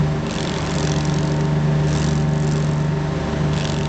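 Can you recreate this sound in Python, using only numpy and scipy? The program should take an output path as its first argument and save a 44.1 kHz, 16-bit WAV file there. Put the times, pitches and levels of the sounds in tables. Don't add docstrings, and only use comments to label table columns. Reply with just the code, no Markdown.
import sys
import numpy as np
from scipy import signal
from scipy.fft import rfft, irfft, next_fast_len
from scipy.io import wavfile
from scipy.ndimage import uniform_filter1d

SR = 44100
rng = np.random.default_rng(int(sys.argv[2]) if len(sys.argv) > 2 else 0)


def to_wav(s):
    ch = np.atleast_2d(s).T
    pcm = np.round(np.clip(ch, -1, 1) * 32767)
    wavfile.write(sys.argv[1], SR, pcm.astype(np.int16))


N = 171108


def amp(db):
    return 10 ** (np.asarray(db) / 20)


def unit(x):
    return x / np.sqrt(np.mean(x ** 2) + 1e-20)


def curve(points):
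    return np.interp(np.arange(N) / SR, *np.transpose(points))


def eq_db(points, hz):
    point_hz, db = np.transpose(points)
    return np.interp(np.log(hz + 1), np.log(point_hz + 1), db)


def colour(x, points):
    size = next_fast_len(len(x) + 2048)
    gain = amp(eq_db(points, np.fft.rfftfreq(size, 1 / SR)))
    return unit(irfft(rfft(x, size) * gain, size)[:len(x)])


def drift(rate_hz):
    control_hz = 400
    hz = np.fft.rfftfreq(2048, 1 / control_hz)
    slow = irfft(rfft(rng.standard_normal(2048)) / (1 + (hz / rate_hz) ** 2))
    return np.interp(np.arange(N) * control_hz / SR, np.arange(2048), unit(slow))


def partial(turns, db, waver, rate_hz=4):
    angle = 2 * np.pi * (turns + rng.random()) + waver * drift(rate_hz)
    return np.sqrt(2 / (1 + waver ** 2)) * amp(db) * (1 + waver * drift(rate_hz)) * np.cos(angle)


def add(mix, start_s, sound):
    part = mix[max(round(start_s * SR), 0):][:len(sound)]
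    part += sound[:len(part)]


# frequency in Hz, relative level in dB.
BOOM_EQ = [(20, -39), (80, -22.5), (140, -21), (163, -5), (177, 3.5), (192, -7), (230, -19), (330, -34),
           (900, -62)]
# time in seconds, level in dB.
BOOM_FADER = [(0, -26), (.15, -31), (.45, -29), (.7, -26.5), (1.0, -28), (1.35, -29), (1.75, -31),
              (1.92, -27), (2.25, -30), (2.9, -32.5), (3.27, -28.5), (3.38, -32), (3.46, -23.5),
              (3.56, -29), (3.88, -32.5)]


def exhaust_boom():
    boom = colour(rng.standard_normal(N), BOOM_EQ)
    boom /= np.sqrt(uniform_filter1d(boom ** 2, size=4000) + .05)
    return boom * amp(curve(BOOM_FADER))


# frequency in Hz, relative level in dB.
ROAR_EQ = [(20, -10), (35, 2.5), (60, -4.5), (110, 8.5), (250, -1.5), (390, 9), (460, -2.5), (550, 3.5),
           (720, -2), (1030, -1.5), (1250, -5), (1750, -7), (2200, -10), (3500, -12.5), (5000, -17.5),
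           (7400, -20), (8600, -41)]
# time in seconds, level in dB.
ROAR_FADER = [(0, -30), (.2, -31.5), (.45, -27.5), (.75, -27), (1.1, -29.5), (1.6, -31), (2.0, -29),
              (2.3, -33.5), (2.6, -30.5), (2.9, -32.5), (3.3, -28.5), (3.88, -31)]


def fan_roar(cycles):
    firings = 6 * cycles
    clatter = 0.11 * np.cos(2 * np.pi * firings)
    throb = 0.092 * np.cos(2 * np.pi * cycles)
    return colour((1 + clatter + throb) * rng.standard_normal(N), ROAR_EQ) * amp(curve(ROAR_FADER))


# time in seconds, firing rate in Hz.
BUZZ_PITCH = [(0, 130.5), (.25, 130.3), (.38, 130.7), (.55, 130.2), (.78, 130.7), (1.05, 130.25),
              (1.4, 130.5), (1.95, 130.7), (2.2, 129.9), (2.7, 130.2), (3.05, 131.1), (3.4, 130.5),
              (3.68, 129.6), (3.88, 130.3)]
# multiple of the firing rate, level in dB.
BUZZ_HARMONICS = [(1, -49), (2, -43), (3, -37), (4, -46.5), (5, -41.5), (6, -43), (7, -41.5), (8, -52)]


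def small_engine():
    firings = np.cumsum(curve(BUZZ_PITCH)) / SR
    return sum(partial(k * firings, db, waver=0.24, rate_hz=1.4) for k, db in BUZZ_HARMONICS)


# time in seconds, working cycles per second.
ENGINE_SPEED = [(0, 24.943), (1.9, 24.95), (2.2, 24.92), (2.9, 24.92), (3.3, 24.88), (3.55, 24.77),
                (3.88, 24.77)]


def engine_cycles():
    return np.cumsum(curve(ENGINE_SPEED)) / SR


# time in seconds, level in dB.
THIRD_FADER = [(0, -30.5), (0.4, -38.5), (0.65, -31.5), (1.7, -34), (2, -27.5), (2.35, -32.5),
               (2.95, -36.5), (3.25, -31), (3.5, -29), (3.65, -36), (3.88, -29.5)]
SIXTH_FADER = [(0, -17), (0.08, -20), (0.22, -26.5), (0.33, -37), (0.42, -29.5), (0.62, -30.5),
               (0.778, -22), (1.45, -20.5), (1.65, -18.5), (1.88, -18.5), (2, -22.5), (2.199, -19.5),
               (2.8, -20), (3.08, -23), (3.27, -31.5), (3.45, -19), (3.65, -24), (3.88, -23)]
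NINTH_FADER = [(0, -34), (0.27, -30.5), (0.6, -41.5), (0.74, -40), (1.1, -36.5), (1.5, -32), (1.75, -29),
               (1.88, -39), (2.1, -28.5), (2.7, -31), (2.95, -35), (3.1, -54), (3.3, -27), (3.47, -38.5),
               (3.6, -34), (3.88, -31)]
TWELFTH_FADER = [(0.101, -36.5), (0.55, -35.5), (0.85, -32.5), (1.3, -31), (1.7, -38.5), (1.95, -31),
                 (2.299, -37), (2.7, -39), (3.3, -34.5), (3.75, -41)]
# multiple of the cycle rate, level in dB.
DRONE_BODY = [(2, -41.5), (4, -41.5), (5, -50.5), (7, -36), (8, -45.5), (10, -48.5), (11, -53), (13, -44.5),
              (14, -51.5), (15, -44), (16, -40), (17, -46), (18, -54), (19, -56), (21, -50), (22, -45.5),
              (23, -45), (24, -55.5), (25, -50.5), (26, -50.5), (28, -52)]
DRONE_WHINES = [(54, -51), (69, -48.5)]
# frequency in Hz, typical level of a harmonic there in dB.
DRONE_TOP = [(720, -67.5), (850, -58.5), (1050, -57), (1250, -63.5), (1750, -57.5), (2400, -66.5)]


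def large_engine(cycles):
    cycles = cycles + 0.0008 * drift(rate_hz=20)
    swelling = [(3, THIRD_FADER), (6, SIXTH_FADER), (9, NINTH_FADER), (12, TWELFTH_FADER)]
    drone = sum(partial(k * cycles, curve(fader), waver=0.02) for k, fader in swelling)
    drone += sum(partial(k * cycles, db, waver=0.1) for k, db in DRONE_BODY + DRONE_WHINES)
    cycle_hz = ENGINE_SPEED[0][1]
    for k in range(29, 90):
        db = eq_db(DRONE_TOP, k * cycle_hz) + 2.2 * rng.standard_normal()
        drone += partial(k * cycles, db, waver=0.54)
    return drone


def echoes(cutting, level_db=-13.5, t60_s=0.12):
    t = np.arange(SR // 4) / SR
    tail = rng.standard_normal(len(t)) * (rng.random(len(t)) < .05) * amp(-60 * t / t60_s)
    return amp(level_db) * signal.fftconvolve(cutting, tail / np.linalg.norm(tail))[:N]


# frequency in Hz, relative level in dB.
CUT_EQ = [(100, -17), (400, 4.5), (1000, 2), (1700, 8.5), (2200, -1), (2700, 9), (3050, 1.5), (3400, 3.5),
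          (3850, 3), (4250, 0), (5100, 1.5), (5900, 1), (6600, 4), (7400, 4.5), (8600, -14)]


def chips(cutting, per_second=310, level_db=-55, decay_s=0.0013):
    hits = rng.random(N) < per_second / SR
    accent_db = 0.5 * np.minimum(rng.exponential(1, N), 4)
    envelope = signal.lfilter([1], [1, -np.exp(-1 / (decay_s * SR))], hits * amp(accent_db))
    patter = colour(envelope * rng.standard_normal(N), CUT_EQ)
    spray = unit(np.sqrt(abs(uniform_filter1d(cutting ** 2, size=5000))))
    return amp(level_db) * patter * (0.7 + spray)


# frequency in Hz, gain in dB, seconds to fall by 60 dB.
STEEL_MODES = [(3440, -41.5, .04), (4210, -43.5, 0.029), (4440, -43.5, 0.071), (5630, -42, 0.025)]


def wheel_ring(cutting):
    t = np.arange(SR // 10) / SR
    ring = sum(amp(db - 60 * t / t60) * np.cos(2 * np.pi * hz * t) for hz, db, t60 in STEEL_MODES)
    return signal.fftconvolve(cutting, ring)[:N]


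PRE_ROLL_S, HIGH_CUT_HZ = .005, 8750


def tooth_strike(bright_hz, crack_s, rise_s=0.00075, scrape_s=0.004, scrape_db=-26.5):
    t, hz = np.arange(2048) / SR - PRE_ROLL_S, np.fft.rfftfreq(2048, 1 / SR)
    after = np.maximum(t, 0)
    attack = np.exp(np.minimum(t, 0) / rise_s)
    envelope = attack * (np.exp(-after / crack_s) + amp(scrape_db) * np.exp(-after / scrape_s))
    grain_db = 3 * rng.standard_normal(128)
    fibres = unit(np.repeat(amp(grain_db), 16)) * rng.standard_normal(2048)
    mottle_db = 1.8 * unit(uniform_filter1d(rng.standard_normal(len(hz)), size=30))
    octaves_off = np.log2((hz + 1) / bright_hz)
    boost_db = 7.5 * np.exp(-.5 * (octaves_off / .55) ** 2)
    gain = amp(eq_db(CUT_EQ, hz) + boost_db + mottle_db) * (hz < HIGH_CUT_HZ)
    return unit(irfft(rfft(envelope * fibres) * gain)) * np.sqrt(np.mean(envelope ** 2))


# start, deepest point and end in seconds, the tooth's place on
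# the wheel at start and at end in turns, gain at the deepest point in dB, centre of the treble boost
# in Hz, decay time of the crack in seconds.
TOOTH_BITES = [(0.286, 0.38, 0.85, 0.14, .125, -19, 3370, 0.001),
               (0.283, 0.397, 0.76, .66, .63, -19, 3200, .0011),
               (0.236, 0.316, 0.44, 1, 0.89, -21, 4000, .001),
               (0.286, 0.344, 0.44, 0.41, .44, -25, 4140, 0.00068),
               (0.678, 0.873, 1.38, .105, 0.12, -24, 4740, 0.0021),
               (0.677, 0.875, 1.46, .61, .645, -19, 4560, 0.0017),
               (0.544, 0.78, 0.85, 0.91, .915, -24, 7000, 0.0014),
               (1.87, 1.984, 2.04, .01, .07, -25, 5270, .0028),
               (1.868, 1.986, 2.24, .29, .4, -24, 5830, 0.0028),
               (1.881, 1.996, 2.22, .52, .59, -25.5, 5420, 0.002),
               (1.873, 2.039, 2.24, .8, .91, -24, 5800, 0.0041),
               (2.266, 2.525, 2.88, .43, .41, -27, 6640, 0.0012),
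               (2.405, 2.563, 2.57, .6, .63, -24, 6200, 0.002),
               (2.285, 2.535, 2.85, .92, .915, -28, 6520, 0.0015),
               (3.522, 3.644, 4.7, .445, .45, -22, 3270, 0.0014),
               (3.521, 3.647, 3.87, 0.98, 0.93, -19, 3298, 0.0016),
               (3.533, 3.601, 3.8, .75, .74, -23, 3400, 0.00093),
               (3.532, 3.604, 3.64, 0.28, 0.21, -20, 3400, .001)]


def cutter_wheel(cycles, belt_ratio=.9, entry_db=-7.5, exit_db=-10.5, scatter_db=1.2, slip_s=.00025):
    turns, t, rattle = belt_ratio * cycles, np.arange(N) / SR, np.zeros(N)
    for start, deepest, end, start_place, end_place, db, bright_hz, crack_s in TOOTH_BITES:
        passes = np.floor(turns - np.interp(t, [start, end], [start_place, end_place]))
        for hit_s in t[1:][np.diff(passes) > 0]:
            slip, force = rng.standard_normal(2)
            if start <= hit_s <= end:
                depth_db = np.interp(hit_s, [start, deepest, end], [entry_db, 0, exit_db])
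                strike = amp(db + depth_db + scatter_db * force) * tooth_strike(bright_hz, crack_s)
                add(rattle, hit_s - PRE_ROLL_S + slip_s * slip, strike)
    return rattle


def scene():
    cycles = engine_cycles()
    bed = large_engine(cycles) + small_engine() + exhaust_boom() + fan_roar(cycles)
    cutting = cutter_wheel(cycles)
    return (bed + cutting + wheel_ring(cutting) + chips(cutting) + echoes(cutting))[None]


def record(dry):
    notch_hz, width_hz = 6890, 240
    notched = signal.lfilter(*signal.iirnotch(notch_hz, notch_hz / width_hz, SR), dry)
    high_cut = signal.firwin(301, HIGH_CUT_HZ, window=("kaiser", 9), fs=SR)
    return signal.oaconvolve(notched, high_cut[None], "same")


dry = scene()
out = record(dry)
to_wav(out)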